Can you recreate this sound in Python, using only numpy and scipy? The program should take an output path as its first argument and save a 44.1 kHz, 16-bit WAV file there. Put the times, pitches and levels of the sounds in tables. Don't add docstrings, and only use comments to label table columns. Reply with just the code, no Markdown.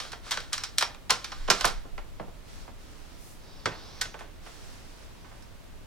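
import sys
import numpy as np
from scipy import signal
from scipy.fft import rfft, irfft, next_fast_len
from scipy.io import wavfile

SR = 44100
rng = np.random.default_rng(int(sys.argv[2]) if len(sys.argv) > 2 else 0)


def transcribe(u):
    v = np.clip(np.atleast_2d(u).T, -1, 1)
    q = np.round(v * 32767).astype(np.int16)
    wavfile.write(sys.argv[1], SR, q)


N = 258426
TIME = np.arange(N) / SR

# frequency in Hz, relative level in dB.
ROOM_TONE = [(11, -54), (18, 6), (59, -7), (201, -16.5), (283, -17), (500, -22), (576, -21.5), (645, -21.5),
             (765, -26), (908, -25), (1110, -26.5), (1950, -30), (3550, -32.5), (16000, -45.5)]
ROOM_TONE_DB = -46
HUM_HZ, HUM_DB = 99.6, -64.5

# frequency in Hz, correlation from -1 to 1.
FLOOR_LIKENESS = [(30, -.2), (100, 0.13), (400, 0.09), (2000, 0.3), (8000, 0.11)]
CLICK_LIKENESS = [(150, 0.95), (700, 0.43), (2000, 1), (6000, 0.57), (13000, 0.74)]

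# start in seconds, length in seconds, level in dB before the touch trim.
RUBS = [(0, 0.031, -41), (.28, 0.11, -44), (.58, 0.058, -46.5), (1.2, 0.28, -50.5), (1.55, 0.11, -40.5),
        (4.46, .03, -59)]
RUB_ATTACK_S, RUB_RELEASE_S = 0.059, 0.47
# frequency in Hz, relative level in dB.
RUB_COLOUR = [(200, -14.5), (500, -11.5), (1400, 1), (2700, -5), (4500, -2), (6500, -8.5), (10000, -14),
              (16000, -30)]

# start in seconds, strength in dB, brightness in dB per octave, ring t60 in seconds at 3 kHz.
CLICKS = [ (.001, 2, -1.4, .06), (.05, -9, -8, 0.014), (0.1183, -9.5, 1.5, 0.046),
          (0.13, -0.5, -4.5, 0.044), (.263, -7, -5, 0.087), (.3093, 4.5, 2, 0.051),
          (0.3157, 9, -0.5, 0.097), (.342, -3.5, -1, 0.023), (0.373, 6.5, -4.5, 0.025),
          (.403, -4, -2, 0.031), (0.5243, -4, -4.5, 0.036), (0.5298, 5.5, 2.3, 0.054), (0.54, 1, -1, .065),
          (.579, -0.5, 0.8, .028), (0.6364, 2, 1, .058), (0.777, -8.5, 0.5, 0.076), (.783, 8, 4.5, 0.026),
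          (0.8093, 9, -1, 0.069), (.824, 15, -3, 0.041), (0.946, -10.5, -3, .02),
          (1.0958, 12.5, -4.5, 0.12), (1.103, 13, -4, 0.046), (1.1054, 14, 1.5, 0.028),
          (1.244, 0, 0.5, 0.046), (1.3187, 0.5, -4.5, .055), (1.477, 3, -6, 0.11), (1.501, 20, -0.7, 0.072),
          (1.609, 7.5, -1, 0.039), (1.644, 18, -6, 0.061), (1.652, 5, 4, 0.055), (1.674, 5.5, -1.5, 0.11),
          (5.422, -26.5, 3.5, 0.1)]
BUMPS = [ (1.103, 15.5, 2, .045), (1.4841, 8, -0.5, 0.044), (1.503, 18.5, 0.5, 0.039),
         (1.852, -13.5, -5.5, 0.092), (1.979, .5, 3, 0.06), (2.197, 0, -3.5, .055), (2.28, -18, -6, 0.038),
         (2.678, -7.5, -2, 0.065), (3.672, 3.5, -2.5, 0.036), (3.72, -1, 2, 0.22), (4.142, -0.5, 0.7, 0.06),
         (4.191, -2.5, 6, 0.22), (4.208, -2.5, -.5, 0.11), (4.463, -3.5, 2.2, 0.15),
         (5.245, -11.5, 1.5, 0.125), (5.315, -10, 0.5, 0.21)]
KEY_BLOWS = [(3.6568, 14, -5, 0.046), (4.011, -1, 1, 0.048), (4.0134, 7, 1.55, 0.044), (4.017, 2, 0, 0.047),
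             (4.054, -5, -4.5, .05)]
# frequency in Hz, level in dB.
CLICK_COLOUR = [(220, -24), (500, -9.5), (1400, 1), (2400, -.5), (4400, -1), (10500, -16.5)]
BUMP_COLOUR = [(110, -10), (250, -1.5), (580, 3.5), (1300, -2), (2600, -7), (4400, -23.5), (10500, -43)]
KEY_COLOUR = [(220, -21), (550, -6.5), (900, -7), (1700, 4), (2600, -1), (3400, 2), (5500, -5.5),
              (10500, -15.5)]
# frequency in Hz, level in dB.
PLASTIC = [(70, -16), (130, 3), (330, -1.5), (600, -1), (950, 2), (1400, 1), (2100, -1.5), (2700, -1),
           (3600, 0), (5500, 5), (7000, 2.5), (9500, 5.5), (12500, -0.5), (16000, -35)]
BRIGHTNESS_PIVOT_HZ = 1500

# frequency in Hz, level in dB against the direct sound, t60 in seconds.
ROOM = [(150, -7, 0.31), (490, -5, 0.3), (1440, -9, 0.29), (4740, -5.5, 0.23), (9000, -9, 0.22),
        (15000, -13, .14)]

# frequency in Hz, level in dB before the ring gain, t60 in seconds.
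CASE_MODES = [(500, -9, .15), (600, -5, .15), (700, -7, .15), (790, -8, .12), (944, -9, .15),
              (1050, -7, .12), (1200, -6, .09), (1370, -4, .11), (1515, -7, .11), (1765, -7, .1),
              (2190, -7, .11), (2406, -7, .1), (3000, -8, .07), (3262, -4, .11), (3650, -8, .07),
              (3950, -7, .08), (4255, -6, .08), (4950, -6, .09), (5500, -3, .09), (5990, -9, .07)]
KEY_MODES = [(88, 3, .2), (195, -5, .15), (440, -3, .1), (662, -6, .1), (890, -9, .1), (1517, 4, .12),
             (1810, -3, .06), (2100, -5, .07), (3370, 1, .05), (4316, -6, .07), (5280, 0, .07),
             (5920, -5, .08), (8230, -3, .07), (9600, -3, .06)]
KEYS_FROM_S = 3.4

# time in seconds, left minus right in dB.
PLACE = [(1.3, 0.5), (1.5, -2), (4, 0), (5.8, -6)]
# frequency in Hz, left minus right in dB.
BALANCE = [(100, -3), (600, -6.5), (1400, -1), (4500, -1.5), (8000, -1), (12000, -5.5)]
# frequency in Hz, lead in radians.
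LEFT_LEAD = [(100, .1), (600, 0.32), (1500, 0.76), (3000, 0.85), (5500, 0.66), (8500, 1.33), (11000, 2.63),
             (16000, 4)]

# start in seconds, length in seconds, level in dB.
GUSTS = [(1.4, 0.045, -32.5), (1.68, 0.098, -35.5), (1.95, 0.35, -43.5)]
GUST_ATTACK_S, GUST_RELEASE_S = 0.064, 0.71
# frequency in Hz, relative level in dB.
DRAUGHT_COLOUR = [(15, -6), (27, 0), (32, 0), (42, -10), (70, -28), (200, -55), (1000, -90)]

# start in seconds, length in seconds, level in dB, brightness in dB per octave.
BRUSHES = [(2.5, 0.12, -52.5, -1), (2.823, 0.35, -57, -1), (3.227, 0.093, -55, 8),
           (4.467, 0.27, -52.5, -0.5), (4.772, 0.27, -55.5, -1), (5.1, 0.31, -58.5, -2.5)]
BRUSH_ATTACK_S, BRUSH_RELEASE_S = 0.064, 0.45
# frequency in Hz, relative level in dB.
SLEEVE_COLOUR = [(300, 5), (1200, 5), (3000, 2.5), (5500, 5), (7000, 0), (9000, -1.5), (12000, -9.5),
                 (16000, -15)]

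# start in seconds, length in seconds, level in dB, first pitch in Hz, last pitch in Hz.
SLIDES = [(3.48, 0.19, -55.5, 4720, 4610), (3.749, 0.31, -50, 4270, 5860)]
SLIDE_ATTACK_S, SLIDE_RELEASE_S = 0.12, 0.7
# frequency in Hz, relative level in dB.
TRAVEL_COLOUR = [(300, 1), (1100, 2), (2000, -6), (2900, -5.5), (3700, -1), (5700, -2.5), (6800, -14),
                 (10000, -22), (16000, -34)]
# multiple of its pitch, level in dB.
SQUEAK = [(.8, -14), (1, -11), (1.12, -13)]

THUMP_AT_S, THUMP_HZ, THUMP_DB, THUMP_T60_S = 3.658, 115, -40, 0.29

CUTOFF_HZ = 16200


def from_db(db):
    return 10 ** (np.asarray(db) / 20)


def unit_energy(x):
    return x / np.sqrt(np.sum(x ** 2, axis=-1, keepdims=True) + 1e-20)


def at_hz(points, hz, axis=1):
    points = np.array(points)
    return np.interp(np.log(hz), np.log(points[:, 0]), points[:, axis])


def tilted(colour, brightness):
    return [(hz, db + brightness * np.log2(hz / BRIGHTNESS_PIVOT_HZ)) for hz, db in colour]


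def fft_grid(length):
    size = next_fast_len(length)
    return size, np.maximum(np.arange(size // 2 + 1) * SR / size, 1)


def bands():
    edges = np.geomspace(70, 17000, 22)
    for low, high in zip(edges, edges[1:]):
        sos = signal.butter(2, [low, high], "band", fs=SR, output="sos")
        yield np.sqrt(low * high), sos, np.sqrt(2 * (high - low) / SR)


def pair(mid, side, likeness):
    alike = np.clip(likeness, -.99, .99)
    mid = np.sqrt((1 + alike) / 2) * mid
    side = np.sqrt((1 - alike) / 2) * side
    return np.array([mid + side, mid - side])


def coloured(white, colour, likeness):
    size, hz = fft_grid(N)
    spectrum = pair(*rfft(white, size), at_hz(likeness, hz))
    shaped = spectrum * from_db(at_hz(colour, hz))
    return unit_energy(irfft(shaped, size)[:, :N]) * np.sqrt(N)


def noise(colour, likeness):
    return coloured(rng.standard_normal((2, N)), colour, likeness)


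def stroke(start, length, attack_s, release_s):
    rise = np.clip((TIME - start) / attack_s + 1, 0, 1)
    return rise * from_db(-60 * np.maximum(TIME - start - length, 0) / release_s)


def strokes(rows, attack_s, release_s):
    return sum(from_db(db) * stroke(start, length, attack_s, release_s) for start, length, db in rows)


def background(lean_db=-0.59):
    steady = from_db(ROOM_TONE_DB) * noise(ROOM_TONE, FLOOR_LIKENESS)
    hum = from_db(HUM_DB) * np.sqrt(2) * np.sin(2 * np.pi * HUM_HZ * TIME)
    arm = draught() + sleeve()
    return (steady + hum + arm) * from_db([[lean_db], [-lean_db]])


def sliding(slips_per_s=1800, smooth=0.98):
    sizes = rng.laplace(0, 1, (2, N))
    ticks = sizes * (rng.random((2, N)) < slips_per_s / SR)
    slips = ticks + smooth * rng.standard_normal((2, N))
    return strokes(RUBS, RUB_ATTACK_S, RUB_RELEASE_S) * coloured(slips, RUB_COLOUR, CLICK_LIKENESS)


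def contacts(rows, colour, crack, low_linger, patchy_db=1.5):
    when, strength, brightness, ring = np.transpose(rows)
    colours = [tilted(colour, b) for b in brightness]
    t = TIME[:SR // 8]
    chance = rng.standard_normal((len(when), 4, len(t))).transpose(1, 0, 2)
    chance = chance * np.abs(chance) ** .4 / 1.2
    hits = 0
    for k, (hz, sos, share) in enumerate(bands()):
        t60 = np.maximum(ring, .004)[:, None] * (hz / 3000) ** -low_linger
        burst = chance[2 * (k % 2):][:2] * from_db(-60 * t / t60)
        burst[0, :, 0] += crack * (-1) ** k
        level_db = strength + np.array([at_hz(c, hz) for c in colours]) + at_hz(PLASTIC, hz)
        level_db = level_db + patchy_db * rng.standard_normal(len(when))
        band = unit_energy(signal.sosfilt(sos, burst))
        hits = hits + pair(*band, at_hz(CLICK_LIKENESS, hz)) * share * from_db(level_db)[:, None]
    out = np.zeros((2, N + len(t)))
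    for k, start in enumerate(np.clip(when * SR, 0, N).astype(int)):
        out[:, start:start + len(t)] += hits[:, k]
    return out[:, :N]


def room(x, first_echo_s=0.0039, likeness=0.71):
    white = rng.standard_normal((2, 2, N))
    arriving = np.interp(TIME - first_echo_s, TIME, x.mean(axis=0), left=0)
    echoes = 0
    for k, (hz, sos, share) in enumerate(bands()):
        t60 = at_hz(ROOM, hz, axis=2)
        keep = from_db(-120 / (t60 * SR))
        fed = signal.sosfilt(sos, arriving) ** 2 + 1e-20
        stored = signal.lfilter([1 - keep], [1, -keep], fed)
        diffuse = pair(*signal.sosfilt(sos, white[k % 2]), likeness) / share
        echoes = echoes + diffuse * np.sqrt(stored) * from_db(at_hz(ROOM, hz))
    return echoes


def shells(blows, modes, ring_db):
    struck = np.sort([row[0] for row in CLICKS + BUMPS + KEY_BLOWS])
    last_contact = np.searchsorted(struck - .002, TIME)
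    out = 0
    for hz, level_db, t60 in modes:
        r = from_db(-60 / (min(t60, .2) * SR))
        reach = unit_energy(from_db(rng.normal(0, 3, len(struck) + 1))) * np.sqrt(len(struck))
        zeros = np.array([1, 0, -1]) * (1 - r * r) / 2
        poles = [1, -2 * r * np.cos(2 * np.pi * hz / SR), r * r]
        mode = signal.lfilter(zeros, poles, blows * reach[last_contact] + 1e-18)
        out = out + from_db(level_db + ring_db) * mode
    return out


def off_centre(x):
    size, hz = fft_grid(N + SR // 10)
    lean = from_db(at_hz(BALANCE, hz) / 2)
    ports = np.array([lean, np.exp(-1j * at_hz(LEFT_LEAD, hz)) / lean])
    place = np.sqrt(from_db(np.interp(TIME, *np.transpose(PLACE))))
    return irfft(rfft(x * np.array([place, 1 / place]), size) * ports, size)[:, :N]


def draught():
    return strokes(GUSTS, GUST_ATTACK_S, GUST_RELEASE_S) * noise(DRAUGHT_COLOUR, FLOOR_LIKENESS)


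def sleeve():
    out = 0
    for start, length, db, brightness in BRUSHES:
        cloth = noise(tilted(SLEEVE_COLOUR, brightness), FLOOR_LIKENESS)
        out = out + from_db(db) * stroke(start, length, BRUSH_ATTACK_S, BRUSH_RELEASE_S) * cloth
    return out


def slider(squeak_width_hz=70.0):
    narrow = signal.butter(2, squeak_width_hz, fs=SR, output="sos")
    out = 0
    for start, length, level_db, first_hz, last_hz in SLIDES:
        pitch_hz = np.interp(TIME, [start, start + length], [first_hz, last_hz])
        turn = 2 * np.pi * np.cumsum(pitch_hz) / SR
        friction = from_db(-1.0) * noise(TRAVEL_COLOUR, CLICK_LIKENESS)
        for multiple, squeak_db in SQUEAK:
            a, b = unit_energy(signal.sosfilt(narrow, rng.standard_normal((2, N)))) * np.sqrt(N)
            squeak = a * np.cos(multiple * turn) + b * np.sin(multiple * turn)
            friction = friction + from_db(squeak_db) * squeak
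        out = out + friction * from_db(level_db) * stroke(start, length, SLIDE_ATTACK_S, SLIDE_RELEASE_S)
    return out


def deck_thump():
    around = [(.25, -40), (.5, -8), (1, 0), (2, -18), (4, -50)]
    colour = [(THUMP_HZ * ratio, db) for ratio, db in around]
    bounce = stroke(THUMP_AT_S, 0, attack_s=.004, release_s=THUMP_T60_S)
    return from_db(THUMP_DB) * bounce * noise(colour, CLICK_LIKENESS)


def scene():
    clicks = contacts(CLICKS, CLICK_COLOUR, crack=3.4, low_linger=0.11)
    bumps = contacts(BUMPS, BUMP_COLOUR, crack=6.6, low_linger=0.16)
    keys = contacts(KEY_BLOWS, KEY_COLOUR, crack=3.5, low_linger=0.18)
    touch = from_db(-2.0) * (clicks + bumps + keys + sliding())
    heard = touch + room(touch)
    on_keys = TIME > KEYS_FROM_S
    case_ring = shells(heard * ~on_keys, CASE_MODES, ring_db=7.0)
    key_ring = shells(heard * on_keys, KEY_MODES, ring_db=2.5)
    return off_centre(heard + case_ring + key_ring + slider() + deck_thump()) + background()


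def record(dry):
    rounded = np.tanh(dry)
    return signal.sosfilt(signal.ellip(10, .1, 90, CUTOFF_HZ, fs=SR, output="sos"), rounded)


dry = scene()
out = record(dry)
transcribe(out)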